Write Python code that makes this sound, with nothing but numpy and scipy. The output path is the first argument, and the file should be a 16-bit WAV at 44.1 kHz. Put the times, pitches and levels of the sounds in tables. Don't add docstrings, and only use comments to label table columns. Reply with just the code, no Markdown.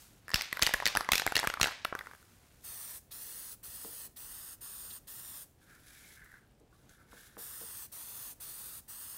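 import sys
import numpy as np
from scipy import signal
from scipy.io import wavfile
from scipy.ndimage import uniform_filter1d

SR = 44100
rng = np.random.default_rng(int(sys.argv[2]) if len(sys.argv) > 2 else 0)


def how_loud(loudness_db):
    steps = np.asarray(loudness_db, float) / 20
    return 10 ** steps


def to_wav(s):
    ch = np.atleast_2d(s).T
    pcm = np.round(np.clip(ch, -1, 1) * 32767)
    wavfile.write(sys.argv[1], SR, pcm.astype(np.int16))


N = 404397
TIME = np.arange(N) / SR

# frequency in Hz, density in dB per Hz.
AIR_SPECTRUM = [(15, -48), (25, 1), (117, -3.5), (200, -9.5), (277, -10.5), (659, -19), (754, -18.5),
                (1190, -27), (3000, -30.5), (16000, -40)]
# time in seconds, low brush in dB, dry rustle in dB.
SLEEVE_RUBS = [
    [(0.0, -67, -56.5), (0.242, -77, -75.5), (0.27, -89, -75)],
    [(1.95, -70, -65), (2.58, -72, -71), (2.64, -79, -64)],
]
# time in seconds, level in dB, high mode in Hz,
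# low mode in dB below, crack in dB below.
TOP_HITS = [(0.3425, -17, 2840, -11, -6.5), (0.3582, -28, 2460, -5, -5.5), (0.4101, -32.5, 4940, -5, -10.5),
            (0.4198, -37, 4700, -5.5, 1), (0.6228, -15.5, 4570, -13, -21), (0.6291, -26.5, 2880, -5, 0),
            (0.6652, -21.5, 4380, -20, -15), (0.8557, -20.5, 4080, -12, -7),
            (0.8647, -24.5, 4070, 1.5, -29.5), (0.8745, -29, 4530, -6, 1),
            (0.882, -34.5, 2340, -2.5, -11.5), (1.1186, -13.5, 2580, -8, -4), (1.1329, -22.5, 2650, -3, -3),
            (1.1547, -22.5, 2460, -11.5, -3.5), (1.1796, -26, 2600, -11, -5.5),
            (1.3548, -21.5, 2780, -11, -8), (1.3654, -20.5, 4250, -4, -11), (1.378, -30.5, 2750, -4.5, -22),
            (1.391, -30, 3850, -1, -29), (1.6128, -15.5, 4160, -14, -28), (1.63, -22, 6440, -5.5, -4),
            (1.642, -29, 2770, -0.5, -22.5), (1.6485, -39.5, 3940, -6, 4), (1.8484, -32, 3770, -7.5, -4)]
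# time in seconds, level in dB, low mode in Hz,
# high mode in dB below, crack in dB below.
BASE_HITS = [(0.316, -41.5, 1816, -2.5, -15.5), (0.3362, -33, 1840, -12, -16),
             (0.5275, -28.5, 1980, -6, -7), (0.5932, -36.5, 1630, -5, -6), (0.618, -33.5, 1700, -9.5, -1),
             (0.6718, -28.5, 1910, -10, -3), (0.738, -25.5, 1890, -2, 2), (0.742, -23, 1725, -12.5, -17),
             (0.951, -27.5, 790, -5.5, -15.5), (0.961, -31, 1410, -7, -17), (0.971, -21, 1710, -5.5, -4),
             (1.0077, -34, 1110, -5, -10), (1.089, -26, 1010, -10.5, -14), (1.197, -30.5, 1560, -1.5, -2.5),
             (1.2191, -35.5, 1780, -2, -20), (1.2646, -29, 790, -3.5, 1),
             (1.2752, -30.5, 1520, -6.5, -26.5), (1.3216, -32.5, 800, -7.5, -7.5),
             (1.398, -33.5, 1700, -8.5, 0.5), (1.4725, -25.5, 1660, -3, -2.5),
             (1.5, -30.5, 1480, -5.5, -28), (1.539, -32, 1420, -5.5, -9.5), (1.6711, -34, 1410, -4, -5),
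             (1.9902, -42, 1960, -2.5, -1.5)]
# time in seconds, level in dB, low mode in Hz, crack in dB below.
WALL_TAPS = [(0.281, -43.5, 1750, -6), (0.2922, -41, 1740, -9.5), (0.303, -45, 1060, -1),
             (0.5706, -36.5, 1450, -5), (0.6916, -33.5, 890, -8), (0.709, -42, 1720, -17),
             (0.801, -33, 1898, -12.5), (0.8235, -35.5, 990, -15), (1.046, -41, 2020, -10),
             (1.3733, -33, 1930, -3), (1.4302, -33, 950, -13), (1.4394, -34.5, 805, -11),
             (1.45, -33, 1300, -12), (1.572, -37, 1240, -28), (1.5985, -33, 1180, -8),
             (1.6078, -39, 1420, -7), (1.6577, -31.5, 1537, -18), (1.682, -35.5, 910, -24),
             (1.6883, -41, 1300, -16), (1.709, -43, 1280, -9), (1.719, -47, 820, -6),
             (1.8509, -28, 1320, -13), (1.9258, -30, 1340, -50), (1.951, -31, 1510, -13.5),
             (2.0095, -38.5, 1510, -21), (2.07, -42, 1380, -15), (2.112, -48.5, 1540, -13),
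             (2.134, -48.5, 1600, -16), (2.149, -52, 1570, -7), (2.227, -57, 1410, -8),
             (1.352, -39, 1820, 0), (.382, -46, 710, -20), (0.8306, -40, 950, -18), (2.059, -50, 1900, -12),
             (.6325, -30.5, 1900, 5.5), (.968, -41, 1180, -10), (1.4453, -37, 800, -7),
             (1.143, -35, 2190, -3)]
# other main mode in Hz, low
# neighbour in Hz and dB, high neighbour in Hz and dB.
TOP_MODES = [(1700.0, 1290.0, -4.0, 5200.0, -2.0), (1780.0, 2070.0, -3.0, 5250.0, -2.0),
             (2010.0, 1560.0, -7.0, 4520.0, -2.0), (1710.0, 2110.0, -3.0, 5040.0, 0.0),
             (1910.0, 1290.0, 0.0, 5150.0, -6.0), (1980.0, 1720.0, -2.0, 2530.0, 2.0),
             (2230.0, 1830.0, -5.0, 2840.0, -1.0), (2060.0, 1790.0, -4.0, 3040.0, -8.0),
             (1950.0, 2230.0, -14.0, 4480.0, 3.0), (1790.0, 2120.0, -7.0, 3070.0, -2.0),
             (1830.0, 1220.0, -7.0, 4220.0, 3.0), (2150.0, 1200.0, -4.0, 3330.0, -5.0),
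             (1920.0, 1500.0, -3.0, 3390.0, -1.0), (2080.0, 1580.0, -10.0, 3350.0, -8.0),
             (1990.0, 1540.0, -6.0, 6850.0, -7.0), (1880.0, 1390.0, -4.0, 3870.0, -1.0),
             (1850.0, 830.0, -15.0, 4720.0, -4.0), (1950.0, 1670.0, -7.0, 3230.0, -2.0),
             (1950.0, 1480.0, -10.0, 5210.0, 1.0), (1900.0, 1410.0, 0.0, 2660.0, -7.0),
             (1410.0, 1770.0, -2.0, 2710.0, 3.0), (2060.0, 1710.0, -2.0, 2970.0, -5.0),
             (1850.0, 1520.0, 0.0, 2640.0, 2.0), (1640.0, 700.0, 0.0, 2800.0, 0.0)]
BASE_MODES = [(4890.0, 1030.0, -10.0, 5210.0, -3.0), (4940.0, 1010.0, -12.0, 2600.0, -2.0),
              (4270.0, 1510.0, -14.0, 2320.0, -1.0), (3500.0, 1080.0, 1.0, 4110.0, -2.0),
              (2410.0, 1210.0, -6.0, 3380.0, -5.0), (2400.0, 1010.0, -7.0, 3820.0, 0.0),
              (2390.0, 1020.0, -7.0, 3300.0, -3.0), (2290.0, 1000.0, -15.0, 5140.0, -2.0),
              (2840.0, 1270.0, -4.0, 4950.0, -3.0), (4830.0, 860.0, -2.0, 4290.0, -4.0),
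              (2470.0, 850.0, -12.0, 5770.0, -3.0), (5020.0, 1780.0, -3.0, 4500.0, 0.0),
              (3370.0, 2050.0, -5.0, 2480.0, -1.0), (2640.0, 2210.0, -4.0, 3900.0, -2.0),
              (2930.0, 740.0, -1.0, 4900.0, -1.0), (2350.0, 1650.0, 0.0, 5460.0, -7.0),
              (2400.0, 2100.0, 3.0, 5170.0, -8.0), (2700.0, 1510.0, -1.0, 3400.0, -7.0),
              (4030.0, 2140.0, -7.0, 5220.0, -1.0), (2320.0, 1210.0, -2.0, 2730.0, -4.0),
              (2850.0, 1990.0, -4.0, 2540.0, -7.0), (2460.0, 2150.0, -7.0, 4710.0, -9.0),
              (4750.0, 1000.0, -6.0, 5710.0, -3.0), (3560.0, 1630.0, -1.0, 3880.0, -2.0)]
WALL_MODES = [(2820.0, 1200.0, -7.0, 5190.0, 0.0), (4940.0, 660.0, -20.0, 7790.0, 0.0),
              (7680.0, 1810.0, 3.0, 7270.0, -2.0), (3310.0, 2010.0, 0.0, 4900.0, -1.0),
              (2900.0, 1950.0, -6.0, 4040.0, -3.0), (2770.0, 640.0, -1.0, 5250.0, -3.0),
              (2890.0, 1270.0, -9.0, 3450.0, -2.0), (3100.0, 2050.0, -7.0, 3620.0, -1.0),
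              (2630.0, 1520.0, -4.0, 2990.0, -2.0), (4510.0, 760.0, -9.0, 3770.0, 0.0),
              (3800.0, 1960.0, -3.0, 5160.0, -3.0), (2520.0, 1710.0, 0.0, 4610.0, -6.0),
              (2630.0, 1600.0, -8.0, 2270.0, -2.0), (2410.0, 1680.0, -9.0, 3830.0, -6.0),
              (5100.0, 1600.0, -9.0, 4770.0, -4.0), (3970.0, 840.0, -15, 2330.0, -1.0),
              (4440.0, 960.0, -14.0, 2330.0, -1.0), (2720.0, 1640.0, -3.0, 4710.0, -1.0),
              (2780.0, 980.0, 1.0, 2330.0, -1.0), (2300.0, 1840.0, -4.0, 4030.0, -1.0),
              (2690.0, 1500.0, 3.0, 4210.0, -2.0), (2310.0, 1870.0, -12.0, 3370.0, 0.0),
              (2380.0, 1120.0, -2.0, 3420.0, -2.0), (2470.0, 1210.0, -8.0, 6000.0, -7.0),
              (5020.0, 1800.0, -2.0, 2300.0, -2.0), (3820.0, 2050.0, -7.0, 5040.0, -2.0),
              (3610.0, 1150.0, -1.0, 5610.0, -6.0), (2390.0, 1270.0, -4.0, 3490.0, -1.0),
              (3410.0, 1910.0, -7.0, 2330.0, -3.0), (3900.0, 610.0, -10.0, 6780.0, -1.0),
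              (2977, 2100, 2, 4100, -2.5), (2600, 770, -7, 3400, 0.5), (2600, 1300, -8, 3600, -6),
                   (3500, 1500, -3, 5000, -3), (3170, 1500, -2.5, 6300, 7.5), (2424, 850, -1.5, 4500, -0.5),
                   (2400, 1500, 5.5, 4800, -3.5), (3000, 1300, -3.5, 3300, -8)]
SWELL_S = (0.00049, 0.0006, 0.00076)
# time in seconds, gurgle peak in dB, splash in dB above.
SURGES = [(0.3, -65, -8), (0.39, -39.5, 5), (0.57, -43.5, -9), (0.65, -42, 4.5), (0.8, -48, 6.5),
          (0.9, -42.5, 6.5), (1.02, -49.5, -13), (1.165, -40.5, 5), (1.3, -41, -11), (1.42, -41, -5.5),
          (1.531, -43, -10.5), (1.68, -46.5, 8), (1.88, -57, 1), (2.08, -58, -9)]
# valve opens in seconds, valve half shut in seconds, jet in dB,
# extra echo delay in ms at opening, the same at shutting.
SPURTS = [
    (2.6373, 2.986, -45.5, -.062, .095),
    (3.1097, 3.545, -46, .135, .022),
    (3.6289, 4.071, -46.5, .055, .045),
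    (4.1609, 4.547, -47.5, .075, .017),
    (4.6074, 4.982, -47.5, .012, .009),
    (5.0718, 5.439, -47, .05, .035),
    (7.3768, 7.86, -46, -.032, .085),
    (7.917, 8.329, -46, .08, .033),
    (8.4001, 8.799, -46, .045, .002),
    (8.8786, 9.2, -47, .04, -.012),
]
# frequency in Hz, density in dB per Hz.
JET_SPECTRUM = [(180, -36), (300, -13.5), (911, -7), (1190, -5), (1830, -2), (2050, -9), (2340, -6.5),
                (2700, -6.5), (3490, -4.5), (7350, -2.5), (8970, 5), (11500, 0), (15000, 4.5), (16000, -4)]
# delays in ms from table, sheet, can, chest.
ECHOES_MS = [(.59, .273, .735, .405), (.532, .63, .495, .19), (.526, .803, .21, .62),
             (.505, .613, .4, .295), (.497, .598, .225, .383), (.463, .565, .396, .625),
             (.485, .588, .29, .39), (.546, .376, .704, .484), (.556, .37, .565, .225),
             (.518, .627, .395, .3)]
ECHO_SHARES = [(-0.25, -0.15, -0.13, -0.12), (-0.17, 0.16, 0.18, 0.18), (-0.21, -0.14, 0.17, 0.15),
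               (-0.24, 0.21, -0.18, -0.14), (-0.32, 0.17, 0.18, -0.21), (-0.25, 0.18, -0.17, -0.13),
               (-0.23, 0.15, -0.16, -0.18), (-0.24, -0.22, -0.15, -0.14), (-0.49, -0.18, 0.4, 0.17),
               (-0.35, 0.17, -0.22, -0.17)]
# time in seconds, peak in dB.
SPUTTERS = [(3.12, -54), (4.172, -57), (4.91, -52.5), (5.083, -58)]
# time in seconds, peak in dB, slap in Hz, table boom in dB above.
KNOCKS = [
    (3.8472, -37, 1050, 0),
    (4.831, -52, 330, 0),
    (6.607, -53, 400, 2),
    (6.631, -54, 400, 0),
    (6.7275, -50, 1450, -25),
    (6.729, -53, 1130, -25),
    (6.752, -57, 1150, -20),
    (7.1308, -39.5, 1100, -5),
    (7.3688, -37, 1250, -2),
    (7.6117, -45, 900, 4),
]
# frequency in Hz, level in dB, t60 in seconds.
TABLE_MODES = [(208.4, -5, 0.14), (313, 8, 0.03), (437, -5, 0.21), (483, -0.5, 0.17), (603, 2, 0.044)]
# time in seconds, peak in dB, pitch in Hz.
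TICKS = [(5.75, -54, 9000), (5.882, -44.5, 5500), (6.244, -48, 11470), (6.317, -52.5, 7000),
         (6.598, -59.5, 7680), (6.8933, -47, 5380), (7.1143, -52, 3550), (7.3597, -61, 10100)]
# start in seconds, length in seconds, hollow scrape in dB, dry rustle in dB above.
STROKES = [(5.622, 0.046, -72.5, 1), (5.696, 0.063, -60.5, -6), (5.798, 0.049, -69.5, 2),
           (5.87, 0.29, -65.5, 5), (6.181, 0.2, -60.5, -10), (6.396, 0.038, -73, -9),
           (6.738, 0.094, -77.5, 2), (6.91, 0.039, -67.5, 1), (6.997, 0.033, -66.5, -9),
           (7.115, 0.066, -63, -1.5), (7.186, 0.084, -64.5, 3.5), (7.278, 0.12, -69, -0.5)]
# time in seconds, lower mode in Hz, upper mode in Hz.
HOLLOW = [(5.65, 1530, 2130), (5.9, 1630, 2300), (6.05, 1630, 2210), (6.2, 1650, 2010), (6.32, 1660, 1870),
          (6.45, 1530, 1866), (6.95, 1580, 2000), (7.03, 1525, 2020), (7.2, 1625, 2050)]
HOLLOW_WIDTHS_HZ = [400, 280]
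# frequency in Hz, t60 in seconds.
SHOP_T60 = [(200, 0.18), (1500, 0.64), (5000, 0.28), (12000, 0.22)]
# time in seconds, peak in dB.
THUMPS = [(0.342, -27.5), (0.6237, -34), (0.739, -34.5), (0.973, -38), (1.122, -30.5), (1.267, -38),
          (1.3555, -39.5), (1.473, -35), (1.614, -29.5), (1.633, -45.5), (1.6413, -43)]


def evened(x):
    return x / np.sqrt(np.mean(x ** 2, axis=-1, keepdims=True) + 1e-20)


def noise():
    return rng.standard_normal(N)


def read(points, hz):
    f, value = np.transpose(points)
    return np.interp(np.log(hz + 1), np.log(f + 1), value)


def add(mix, s, sound):
    part = mix[round(s * SR):][:len(sound)]
    part += sound[:len(part)]


def band(x, lo_hz, hi_hz, order=2):
    sos = signal.butter(order, [lo_hz, hi_hz], "bp", fs=SR, output="sos")
    return evened(signal.sosfilt(sos, x))


def level(rows, column):
    rows = np.array(rows)
    return how_loud(np.interp(TIME, rows[:, 0], rows[:, column], left=-120, right=-120))


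def flicker(size, depth_db):
    slow = uniform_filter1d(uniform_filter1d(noise(), size), size)
    return how_loud(depth_db * evened(slow))


def coloured(spectrum, size, paths=lambda hz, t: 1):
    overlap = size * 3 // 4
    hz, t, z = signal.stft(rng.standard_normal(N + size), SR, nperseg=size, noverlap=overlap)
    z = z * how_loud(read(spectrum, hz))[:, None] * paths(hz[:, None], t)
    return evened(signal.istft(z, SR, nperseg=size, noverlap=overlap)[1][:N])


def ring(hz, t, t60, phase=0):
    return np.sin(2 * np.pi * hz * t + phase) * how_loud(-60 * t / t60)


def swell(start, length, db, rise, fall):
    start, length, db = (np.asarray(v)[:, None] for v in (start, length, db))
    t = TIME[::64]
    early_s, late_s = np.maximum(start - t, 0), np.maximum(t - start - length, 0)
    power = how_loud(2 * (db - rise * early_s - fall * late_s))
    return np.interp(TIME, t, np.sqrt(power.sum(0)))


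def grains(per_s, spread_db, lo_hz, hi_hz, t60, count=6):
    size = how_loud(spread_db * np.minimum(rng.exponential(1, N), 4)) * (rng.random(N) < per_s / SR)
    kind, t = rng.integers(0, count, N), np.arange(800) / SR
    out = np.zeros(N)
    for k, hz in enumerate(np.geomspace(lo_hz, hi_hz, count)):
        out += signal.oaconvolve(size * (kind == k), ring(hz, t, t60))[:N]
    return out


def glide(x, hz, width_hz):
    turn = np.exp(2j * np.pi * np.cumsum(hz) / SR)
    low_pass = signal.butter(2, width_hz / 2, fs=SR, output="sos")
    return evened((turn * signal.sosfilt(low_pass, x / turn)).real)


def dry_rustle():
    return band(noise() * flicker(size=200, depth_db=1.5), 2800, 14500, order=1)


def quiet_air(level_db=-64.5):
    return how_loud(level_db) * coloured(AIR_SPECTRUM, size=2048) * flicker(size=1500, depth_db=1.1)


def sleeves():
    cloth = band(noise() * flicker(size=120, depth_db=2.5), 900, 2200, order=1)
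    rustle = dry_rustle()
    return sum(cloth * level(rows, column=1) + rustle * level(rows, column=2) for rows in SLEEVE_RUBS)


def strikes(tap_high_db=-8.5, tap_high_follow=0.49):
    top_s, top_db, top_hz, top_low, top_crack = np.transpose(TOP_HITS)
    base_s, base_db, base_hz, base_high, base_crack = np.transpose(BASE_HITS)
    tap_s, tap_db, tap_hz, tap_crack = np.transpose(WALL_TAPS)
    a, b, c = (np.transpose(rows) for rows in (TOP_MODES, BASE_MODES, WALL_MODES))
    top_swell, base_swell, tap_swell = (0 * m[0] + s for m, s in zip((a, b, c), SWELL_S))
    tap_high = tap_db + tap_high_db + tap_high_follow * tap_crack
    return np.hstack([
        [top_s, a[0], top_db + top_low, top_hz, top_db, top_db + top_crack, top_swell, *a[1:]],
        [base_s, base_hz, base_db, b[0], base_db + base_high, base_db + base_crack, base_swell, *b[1:]],
        [tap_s, tap_hz, tap_db, c[0], tap_high, tap_db + tap_crack, tap_swell, *c[1:]]])


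def ball(low_t60=0.012, high_t60=0.011, crack_t60=0.0062, rise_s=0.00025):
    (s, low_hz, low_db, high_hz, high_db, crack_db, swell_s,
     low2_hz, low2_db, high2_hz, high2_db) = strikes()[..., None]
    t, out = np.arange(1200) / SR, np.zeros((2, N))
    burst = rng.standard_normal((len(s), len(t)))
    low_gain, high_gain = how_loud(low_db + 13.5), how_loud(high_db + 8.0)
    push = -3.5 * low_gain * np.minimum(low_gain, .12) * ring(520, t, 0.0034)
    low_gain = low_gain * (1 - np.exp(-(t / swell_s) ** 2))
    modes = low_gain * (ring(low_hz, t, low_t60) + how_loud(low2_db) * ring(low2_hz, t, low_t60))
    modes += high_gain * (ring(high_hz, t, high_t60) + how_loud(high2_db) * ring(high2_hz, t, high_t60))
    blur = 0.36 * low_gain * band(burst, 390, 1840, order=3) * how_loud(-60 * t / low_t60)
    blur += high_gain * band(burst, 1700, 6100) * how_loud(-60 * t / high_t60)
    blur += how_loud(crack_db + 10.5) * band(burst, 4600, 13000) * how_loud(-60 * t / crack_t60)
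    onset = 1 - np.exp(-(t / rise_s) ** 2)
    straight = (modes + blur + push) * onset
    scattered = (modes / 4 + 1.32 * blur) * onset
    for at, near, far in zip(s[:, 0], straight, scattered):
        add(out[0], at, near)
        add(out[1], at, far)
    return out


def paint(rise_db_per_s=228, gurgle_fall_db_per_s=134.5, splash_fall_db_per_s=80):
    s, db, splash_db = np.transpose(SURGES)
    gurgle_gain = swell(s, 0 * s, db, rise_db_per_s, gurgle_fall_db_per_s)
    splash_gain = swell(s, 0 * s, db + splash_db, rise_db_per_s, splash_fall_db_per_s)
    lumps = flicker(size=60, depth_db=2.5)
    gurgle = band(noise(), 790, 2200) * gurgle_gain
    splash = band(noise(), 1900, 5400) * splash_gain
    rebounds = evened(grains(per_s=480, spread_db=3, lo_hz=1300, hi_hz=4700, t60=0.0043))
    chatter = rebounds * gurgle_gain * how_loud(0.5)
    return how_loud(-10.0) * (lumps * (gurgle + splash) + chatter)


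def bounced(hz, t, strength=1.5, clutter=.16, still_ms=.3, moving_ms=.5):
    def delayed(ms):
        return np.exp(-2j * np.pi * hz * ms / 1000)

    spurt = np.clip(np.searchsorted(np.transpose(SPURTS)[0], t) - 1, 0, None)
    on, off, _, first, last = np.transpose(SPURTS)[:, spurt]
    sweep = np.clip(2 * (t - on) / (off - on) - 1, -1, 1)
    slide = (last - first) / 2 * sweep + (last + first) / 2 * sweep ** 2
    ms = np.transpose(ECHOES_MS)[:, spurt]
    ms = ms + slide * np.clip((ms - still_ms) / (moving_ms - still_ms), 0, 1)
    mirror = np.clip(hz / 9000, .5, 1)
    shares = np.transpose(ECHO_SHARES)[:, spurt]
    paths = 1 + strength * mirror * sum(share * delayed(d) for d, share in zip(ms, shares))
    paths -= .2 * np.clip(9500 / (hz + 1) - 1, 0, 1) * delayed(1.27 + slide / 2)
    for factor in np.geomspace(1.35, 4.5, 12):
        seen = np.interp(t, np.arange(0, 10, .12), rng.standard_normal(84))
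        paths += clutter * seen * mirror * delayed(factor * ms[0])
    return paths


def spray(open_s=.011, crack=.3, shut_s=.015, leak_t60=.45, spit_hz=3930):
    jet = coloured(JET_SPECTRUM, size=512, paths=bounced)
    jet = jet * flicker(size=40, depth_db=0.78) * flicker(size=900, depth_db=0.62)
    valve, leak, spit = np.zeros((3, N))
    for on, off, db, *_ in SPURTS:
        corners_s = [on, on + open_s / 10, on + open_s, off - shut_s, off + shut_s]
        valve += how_loud(db) * np.interp(TIME, corners_s, [0, crack, 1, 1, 0])
        leak += how_loud(db - 15 - 60 * abs(TIME - off) / leak_t60) * (TIME > off)
    for s, db in SPUTTERS:
        spit += how_loud(db) * np.exp(-((TIME - s) / 0.0095) ** 2)
    spit = spit * band(noise(), spit_hz / 1.14, spit_hz * 1.14, order=1)
    for on, _, db, *_ in SPURTS:
        add(spit, on, how_loud(db - 10.5) * ring(1900, TIME[:400], 0.0085))
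    return spit + jet * valve + band(noise(), 6100, 22000) * leak


def knocks():
    out, t = np.zeros(N), np.arange(6000) / SR
    for s, db, hz, boom_db in KNOCKS:
        slap_t60, slap_gain = (0.0055, 1) if boom_db > -15 else (0.04, .4)
        add(out, s, -how_loud(db) * slap_gain * ring(hz, t, slap_t60))
        boom = sum(how_loud(d) * ring(f * rng.uniform(0.94, 1.03), t, t60) for f, d, t60 in TABLE_MODES)
        add(out, s + .001, how_loud(db + boom_db - 11) * boom * (1 - np.exp(-t / 0.0017)))
        rumble = band(rng.standard_normal(len(t)), 250, 850, order=3) * how_loud(-60 * t / 0.35)
        add(out, s, how_loud(db + boom_db - 20) * rumble)
    return out


def grit(start_s=5.2, end_s=8.9):
    crackle = grains(per_s=60, spread_db=2.7, lo_hz=4100, hi_hz=14700, t60=0.0064)
    out = how_loud(-70) * crackle * (TIME > start_s) * (TIME < end_s)
    t = np.arange(6000) / SR
    for s, db, hz in TICKS:
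        tick = band(rng.standard_normal(len(t)), hz / 1.2, hz * 1.4, order=1) * how_loud(-60 * t / 0.027)
        add(out, s, how_loud(db - 7.5) * tick)
    return out


def dragged_sheet(rise_db_per_s=386, fall_db_per_s=382, upper_db=-9.5, lift_s=6.05, lift_span_s=0.14, lift_db=11):
    grain = noise() * flicker(size=120, depth_db=2.5)
    turn_s, *modes_hz = np.transpose(HOLLOW)
    hollow, upper = (glide(grain, np.interp(TIME, turn_s, hz), width)
                     for hz, width in zip(modes_hz, HOLLOW_WIDTHS_HZ))
    faint = sum(band(grain, hz - width / 2, hz + width / 2) for hz, width in ((3600, 640), (10800, 900)))
    rustle = dry_rustle() + how_loud(-11) * faint
    s, length, db, dry_db = np.transpose(STROKES)
    rub, dry = (swell(s, length, d, rise_db_per_s, fall_db_per_s) for d in (db, db + dry_db))
    lifted = how_loud(upper_db + lift_db * np.exp(-((TIME - lift_s) / lift_span_s) ** 2))
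    return (hollow + upper * lifted) * rub + rustle * dry


def shop(x, floor_s=0.0095, floor_db=-23, tail_db=-14):
    at, out = np.arange(300, SR - 10, 10), np.zeros(N)
    for turn in range(3):
        taps = np.zeros(SR)
        taps[at + rng.integers(0, 10, len(at))] = rng.choice([-1., 1.], len(at))
        hz, t, z = signal.stft(taps, SR, nperseg=256)
        decay = how_loud(-60 * t / read(SHOP_T60, hz)[:, None])
        tail = signal.istft(z * decay, SR, nperseg=256)[1]
        tail *= np.minimum(np.arange(len(tail)) / 700, 1) ** 2
        tail *= how_loud(tail_db) / np.linalg.norm(tail)
        share = np.sqrt(2 / 3) * np.cos(2 * np.pi * (23 * TIME + turn / 3))
        out += signal.fftconvolve(x * share, tail)[:N]
    add(out, floor_s, how_loud(floor_db) * x)
    return out


def scene():
    air = quiet_air()
    straight, scattered = ball()
    jet = spray()
    rest = sleeves() + paint() + knocks() + grit() + dragged_sheet()
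    echoes = shop(scattered + how_loud(-7) * jet + how_loud(-3) * rest)
    mono = straight + jet + rest + echoes + air
    return np.array([mono, mono])


def top_cut(x):
    return signal.sosfilt(signal.butter(12, 16980, fs=SR, output="sos"), x)


def record(dry, ceiling=0.18, thump=0.21, thump_hz=250, coupling_hz=26, bend=3.8, shove_s=0.0015):
    power = thump * ceiling * np.minimum(abs(dry) / ceiling, 1) ** bend
    u = TIME[:800] / shove_s
    for s, db in THUMPS:
        add(power.T, s, (how_loud(db) * u * np.exp(1 - u))[:, None])
    coupling = signal.butter(3, [coupling_hz, thump_hz], "bp", fs=SR, output="sos")
    pushed = dry + signal.sosfilt(coupling, power)
    flat = pushed / (1 + (pushed / ceiling) ** 6) ** (1 / 6)
    edge, shelf = (signal.firwin(1201, hz, window=("kaiser", 9), fs=SR) for hz in (15800, 16650))
    narrow = signal.oaconvolve(flat, (edge + how_loud(-54) * shelf)[None], "same")
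    return top_cut(narrow)


dry = scene()
out = record(dry)
to_wav(out)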